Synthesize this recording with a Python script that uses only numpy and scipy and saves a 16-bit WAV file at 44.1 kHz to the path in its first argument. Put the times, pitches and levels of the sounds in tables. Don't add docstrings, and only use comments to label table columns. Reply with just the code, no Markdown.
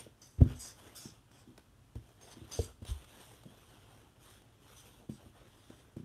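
import sys
import numpy as np
from scipy import signal
from scipy.fft import rfft, irfft
from scipy.io import wavfile
from scipy.ndimage import uniform_filter1d

SR = 44100
rng = np.random.default_rng(int(sys.argv[2]) if len(sys.argv) > 2 else 0)


def transcribe(signal):
    frames = np.atleast_2d(signal).T
    limited = np.clip(frames, -1, 1)
    pcm = np.round(limited * 32767).astype(np.int16)
    wavfile.write(sys.argv[1], SR, pcm)


N = 266452
TIME = np.arange(N) / SR

# start_s, thud_db, thud_hz, knock_db, clack_db, rebound_gap_s, per_rebound_db
BLOWS = [(.061, -53, 117, -54, -44.5, 0.024, -22), (.383, -27, 68, -47, -65, 0.024, -19),
         (.405, -19, 58.6, -25, -55, .035, -14), (0.4122, -10.5, 95.2, -19, -25.5, 0.046, -13.5),
         (1.052, -43.5, 121, -41, -66, .05, -16), (1.472, -57, 111, -48.5, -72, .016, 0),
         (1.576, -96, 146, -71, -49, 0.01, -28), (1.953, -35, 79, -44.5, -49, 0.017, -5.5),
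         (2.368, -72, 110, -44.5, -67, .02, -12), (2.413, -44, 92, -46, -66, 0.027, -6.5),
         (2.587, -24.5, 72.7, -43.5, -25, 0.033, -11.5), (2.817, -39, 82, -45, -52, .06, -23),
         (2.884, -36.5, 66, -63, -68, 0.022, -22), (2.902, -27, 56.6, -74, -77, .042, -18),
         (3.455, -42, 148, -46, -51, 0.048, -13), (5.091, -35.5, 122, -35, -44.5, 0.023, -6.5),
         (5.258, -50, 82.4, -49.5, -55, 0.037, -14), (5.700, -44.5, 205, -51, -47.5, .02, -13),
         (5.964, -38, 117, -37.5, -45.5, 0.032, -3)]
# pitch_hz, relative_db, t60_s
FRAME_MODES = [(166, 3.5, 0.16), (206.6, 8.5, .08), (255, 2, .12), (318, -2.5, 0.16), (467, -4.5, 0.054),
               (495, -20.5, 0.035), (606, -7.5, 0.012), (1057, -31, .025)]
# start_s, length_s, relative_db, fade_db, fizz_offset_db
RUNNER_STROKES = [(0, 0.069, -53.5, 16, -1.5), (0.228, .07, -64.5, 4, -4), (0.487, 0.067, -52.5, 5.5, -9),
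                  (0.61, 0.12, -64, 8, 2.5), (0.765, 0.41, -62, 8, -3), (1.326, 0.15, -67, 6.5, -9.5),
                  (2.04, 0.14, -75, 4.5, 1.5), (2.206, 0.3, -65, 3.5, -7.5),
                  (2.518, 0.19, -57.5, 9.5, -1.5), (2.864, 0.24, -62.5, 7.5, -1.5),
                  (3.103, 0.35, -62.5, 8.5, -0.5), (3.484, 0.59, -67.5, 2, -4.5),
                  (4.03, 0.62, -76.5, 0.5, -9), (4.237, 0.19, -67, 12.5, 5.5), (4.648, 0.35, -66.5, 3, 0.5),
                  (5.1, .18, -77, -10.5, -4.5), (5.34, 0.57, -68.5, 4.5, -7.5),
                  (5.87, 0.16, -76.5, -1, -11)]
# frequency_hz, gain_db
SCRAPE_AT_MIC_SPECTRUM = [(100, -1.5), (220, 3), (400, 4), (680, 1.5), (950, -2), (1500, -4), (2200, -12),
                          (3250, -7), (4400, -20.5), (6050, -16), (7700, -23), (9000, -13), (10600, -22),
                          (12500, -17), (15500, -38)]
# start_s, rise_s, length_s, level_db, fade_db, treble_loss_db, resonance_hz, resonance_db, rub_db
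SWISHES = [(0, 0.0017, 0.034, -57.5, 26, -12, 8900, -5, -2),
           (.215, 0.0042, 0.18, -59.5, 24, -12, 6120, -4, -28),
           (0.548, 0.015, 0.062, -64.5, 5, 3, 5970, 1, -17),
           (0.589, 0.025, 0.13, -50, 2.5, 10.5, 5940, -20, -17),
           (0.947, 0.025, .16, -52.5, 7.5, 15, 5090, -6.5, -13),
           (1.311, .003, .11, -78, -7, -7, 5100, 0, -6),
           (2.21, 0.0036, 0.12, -67.5, 2.5, -5, 5440, -5, 0.5),
           (2.303, 0.039, 0.031, -64.5, -7.5, 9, 4790, 5.5, 3.5),
           (2.514, 0.0042, .15, -51.5, 10, -16, 4680, -3, -1.5),
           (2.857, .025, 0.065, -58, 8, -26, 3640, -11, 9),
           (3.192, .02, 0.075, -69.5, 6, 10, 8600, -1, 8.5),
           (4.243, 0.025, 0.14, -78.5, 4, 0, 1370, 13, 12.5), (4.759, 0.011, 0.06, -67, 2, -2, 6030, 0, 3),
           (4.987, 0.016, 0.063, -83, 1, -5, 383, 20.5, 5), (5.093, .02, 0.095, -70, 1, 8, 3730, -6, -17),
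           (5.498, 0.017, 0.33, -82, -6.5, -1, 3420, -7, 4)]
# frequency_hz, gain_db
HISS_SPECTRUM = [(1000, -13.5), (3100, -16), (3600, -6), (4200, -20.5), (4750, 1), (5400, -3.5), (6200, 1),
                 (7100, -6), (8200, 0), (9200, -7.5), (10200, -12), (11500, -7), (13000, -18), (15000, -19),
                 (16000, -41)]
# frequency_hz, gain_db
RUB_SPECTRUM = [(300, 13), (1200, 11), (2500, 8.5), (3500, 20.5), (4200, 12.5), (7000, -30), (9000, 16.5),
                (12500, -4), (15500, -4)]
# start_s, peak_db
TICKS = [(.216, -54), (.436, -48), (0.498, -46), (1.315, -47.5), (1.578, -43), (1.594, -52), (1.955, -49.5),
         (2.091, -51), (2.213, -50), (2.512, -42), (2.826, -49), (2.851, -41.5), (3.044, -46), (3.435, -48),
         (4.419, -53), (5.095, -59), (5.701, -50.5), (5.967, -49.5)]
# frequency_hz, gain_db
TICK_SPECTRUM = [(300, 16), (900, 14.5), (2200, 4), (3500, 3.5), (6000, -0.5), (9500, 0.5), (15000, -9)]
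# frequency_hz, t60_s
ROOM_DECAY = [(50, 0.43), (120, 0.19), (300, 0.38), (700, 0.12), (3000, 0.37), (12000, 0.24)]
# frequency_hz, gain_db
ROOM_TONE_SPECTRUM = [(20, -27), (35, -7.5), (50, 6), (80, -1), (115, 7), (170, -9.5), (280, -8),
                      (500, -18.5), (1000, -18.5), (2200, -27.5), (3300, -27), (5000, -31), (9500, -31),
                      (15500, -39.5)]


def blows(place_spread_db=5.5, landings=3, knock_hz=258.4, clack_hz=495, clack_lag_s=0.00311):
    out = np.zeros(N)
    places_db = place_spread_db * rng.standard_normal((len(BLOWS), landings, len(FRAME_MODES)))
    for blow, mixes_db in zip(BLOWS, places_db):
        start, thud_db, thud_hz, knock_db, clack_db, gap, per_rebound_db = blow
        thud = amp(thud_db) * padded_push(thud_hz, cycles=0.97, swell=1.52)
        add(out, start + clack_lag_s, amp(clack_db) * frame_knock(clack_hz, mixes_db[0]))
        for rebound, mix_db in enumerate(mixes_db):
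            wood = amp(knock_db - 1.5 * rebound) * frame_knock(knock_hz, mix_db)
            add(out, start + rebound * gap, amp(rebound * per_rebound_db) * (thud + wood))
    return out


def padded_push(hz, cycles, swell):
    turns = hz * TIME[:SR // 4]
    displacement = -np.cos(2 * np.pi * turns) * turns ** swell * np.exp(-(turns / cycles) ** 2)
    return unit_peak(np.gradient(displacement))


def frame_knock(hz, mix_db, ring_db=-4):
    t = TIME[:SR // 4]
    drive = padded_push(hz, cycles=1.236, swell=1.98)
    modes = [amp(db + shift_db - 60 * t / t60) * np.sin(2 * np.pi * mode_hz * t)
             for (mode_hz, db, t60), shift_db in zip(FRAME_MODES, mix_db)]
    frame = sum(modes[::2]) - sum(modes[1::2])
    ring = signal.fftconvolve(drive, frame)[:len(t)]
    return unit_peak(drive + amp(ring_db) * unit_peak(ring))


def carpet_scrape(body_gain_db=3.5, flutter_db=1.3, tuft_db=2.5, split_hz=4500):
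    body_db, fizz_db = friction_levels()
    grain = colour(fibres(per_s=7000, spread_db=-0.5), SCRAPE_AT_MIC_SPECTRUM)
    spectra = signal.stft(grain, SR, nperseg=512)[2]
    tufts = amp(tuft_db * patches(spectra.shape, bins=4, frames=7))
    scrape = signal.istft(spectra * tufts, SR, nperseg=512)[1][:N]
    body = unit_rms(butterworth(scrape, split_hz, "low")) * amp(body_db + body_gain_db)
    fizz = unit_rms(butterworth(scrape, split_hz, "high")) * amp(fizz_db)
    return body * amp(flutter_db * wander(29)) - fizz * amp(flutter_db * wander(27))


def friction_levels(crush_rise_s=0.0071, crush_t60_s=0.22, crush_fizz_db=-5):
    body_power, fizz_power = amp(-81) ** 2, amp(-85.5) ** 2
    for start, length, db, fade_db, fizz_offset_db in RUNNER_STROKES:
        stroke = amp(db) * runner_pressure(start, length, fade_db)
        body_power += stroke ** 2
        fizz_power += (amp(fizz_offset_db) * stroke) ** 2
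    for start, _, _, knock_db, *_ in BLOWS:
        since = TIME - start
        crush_db = -54 + 0.28 * knock_db
        decay_db = 60 * np.clip(since / crush_t60_s, 0, 2)
        crush = np.clip(since / crush_rise_s, 0, 1) * amp(crush_db - decay_db)
        body_power += crush ** 2
        fizz_power += (amp(crush_fizz_db) * crush) ** 2
    return 10 * np.log10(body_power), 10 * np.log10(fizz_power)


def runner_pressure(start, length, fade_db, rise_s=0.023, fall_s=0.025):
    since = TIME - start
    build = (1 + np.tanh(since / (2 * rise_s))) / 2
    release = (1 + np.tanh((length - since) / (2 * fall_s))) / 2
    return build * release * amp(-fade_db * np.clip(since / length, 0, 1))


def cloth_swishes(fall_s=0.034, flutter_db=-0.5, width_hz=480, ripple_db=4.5, treble_hz=8000):
    out, t = np.zeros(N), TIME[:SR // 2]
    grain = fibres(per_s=20000, spread_db=0.5) * amp(flutter_db * wander(78))
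    rub = unit_rms(colour(fibres(per_s=9800, spread_db=2.0), RUB_SPECTRUM))
    for start, rise, length, db, fade_db, treble_loss_db, resonance_hz, resonance_db, rub_db in SWISHES:
        first = round(start * SR)
        span = slice(first, first + len(t))
        hz, frame_s, slide = signal.stft(grain[span], SR, nperseg=512)
        hz, progress = hz[:, None], np.minimum(frame_s / length, 1)
        slide = slide * amp(ripple_db * patches(slide.shape, bins=4, frames=14))
        treble_share = np.clip(2 * np.log2(hz / treble_hz) + 1, 0, 1)
        tilt = amp(treble_loss_db * (0.5 - progress) * treble_share)
        hiss = unit_rms(amp(curve_at(HISS_SPECTRUM, hz))) * tilt
        resonance = amp(resonance_db) * unit_rms(1 / (1 + (2 * (hz - resonance_hz) / width_hz) ** 2))
        bright = signal.istft(slide * np.hypot(hiss, resonance), SR, nperseg=512)[1][:len(t)]
        edges = np.clip(t / rise, 0, 1) * np.clip((length - t) / fall_s + 0.5, 0, 1)
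        level = amp(db - fade_db * np.minimum(t / length, 1))
        add(out, start, level * edges * (bright + amp(rub_db) * rub[span]))
    return out


def fibres(per_s, spread_db):
    size = amp(spread_db * np.minimum(rng.exponential(1, N), 4))
    return unit_rms(rng.standard_normal(N) * size * (rng.random(N) < per_s / SR))


def joint_ticks(t60_s=0.029):
    out, t = np.zeros(N), TIME[:SR // 20]
    for start, peak_db in TICKS:
        crack = colour(rng.standard_normal(len(t)), TICK_SPECTRUM) * amp(-60 * t / t60_s)
        add(out, start, amp(peak_db) * unit_peak(crack))
    return out


def bedroom_reflections(direct, delay_s=0.009):
    hz, t, spectra = signal.stft(rng.standard_normal(SR // 2), SR, nperseg=512)
    decay = amp(-60 * t / curve_at(ROOM_DECAY, hz)[:, None])
    tail = signal.istft(spectra * decay, SR, nperseg=512)[1]
    out = np.zeros(N)
    add(out, delay_s, signal.fftconvolve(direct, tail / np.linalg.norm(tail)))
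    return out


def room_tone(level_db=-63.5):
    return amp(level_db) * unit_rms(colour(rng.standard_normal(N), ROOM_TONE_SPECTRUM))


def amp(db):
    return 10 ** (np.asarray(db) / 20)


def unit_rms(x):
    return x / np.sqrt(np.mean(x ** 2) + 1e-20)


def unit_peak(x):
    return x / abs(x).max()


def butterworth(x, hz, kind):
    return signal.sosfilt(signal.butter(2, hz, kind, fs=SR, output="sos"), x)


def curve_at(points, hz):
    point_hz, values = np.transpose(points)
    return np.interp(np.log(hz + 1), np.log(point_hz + 1), values)


def colour(x, spectrum):
    hz = np.fft.rfftfreq(len(x), 1 / SR)
    return irfft(rfft(x) * amp(curve_at(spectrum, hz)), len(x))


def add(mix, start_s, sound):
    part = mix[max(round(start_s * SR), 0):][:len(sound)]
    part += sound[:len(part)]


def wander(rate_hz):
    hz = np.fft.rfftfreq(N, 1 / SR)
    return unit_rms(irfft(rfft(rng.standard_normal(N)) * np.exp(-(hz / rate_hz) ** 2), N))


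def patches(shape, bins, frames):
    ridges = uniform_filter1d(rng.standard_normal(shape), bins, axis=0)
    return unit_rms(uniform_filter1d(ridges, frames, axis=1))


def scene(thump_room_db=-13, rustle_room_db=-11):
    thumps = blows()
    rustle = joint_ticks() + cloth_swishes() + carpet_scrape()
    reflections = bedroom_reflections(amp(thump_room_db) * thumps + amp(rustle_room_db) * rustle)
    return (thumps + rustle + reflections + room_tone())[None]


def record(dry, low_cut_hz=36, high_cut_hz=15700):
    thin = butterworth(dry, low_cut_hz, "high")
    band_limit = signal.firwin(511, high_cut_hz, window=("kaiser", 9), fs=SR)
    return signal.oaconvolve(thin, band_limit[None], "same")


dry = scene()
out = record(dry)
transcribe(out)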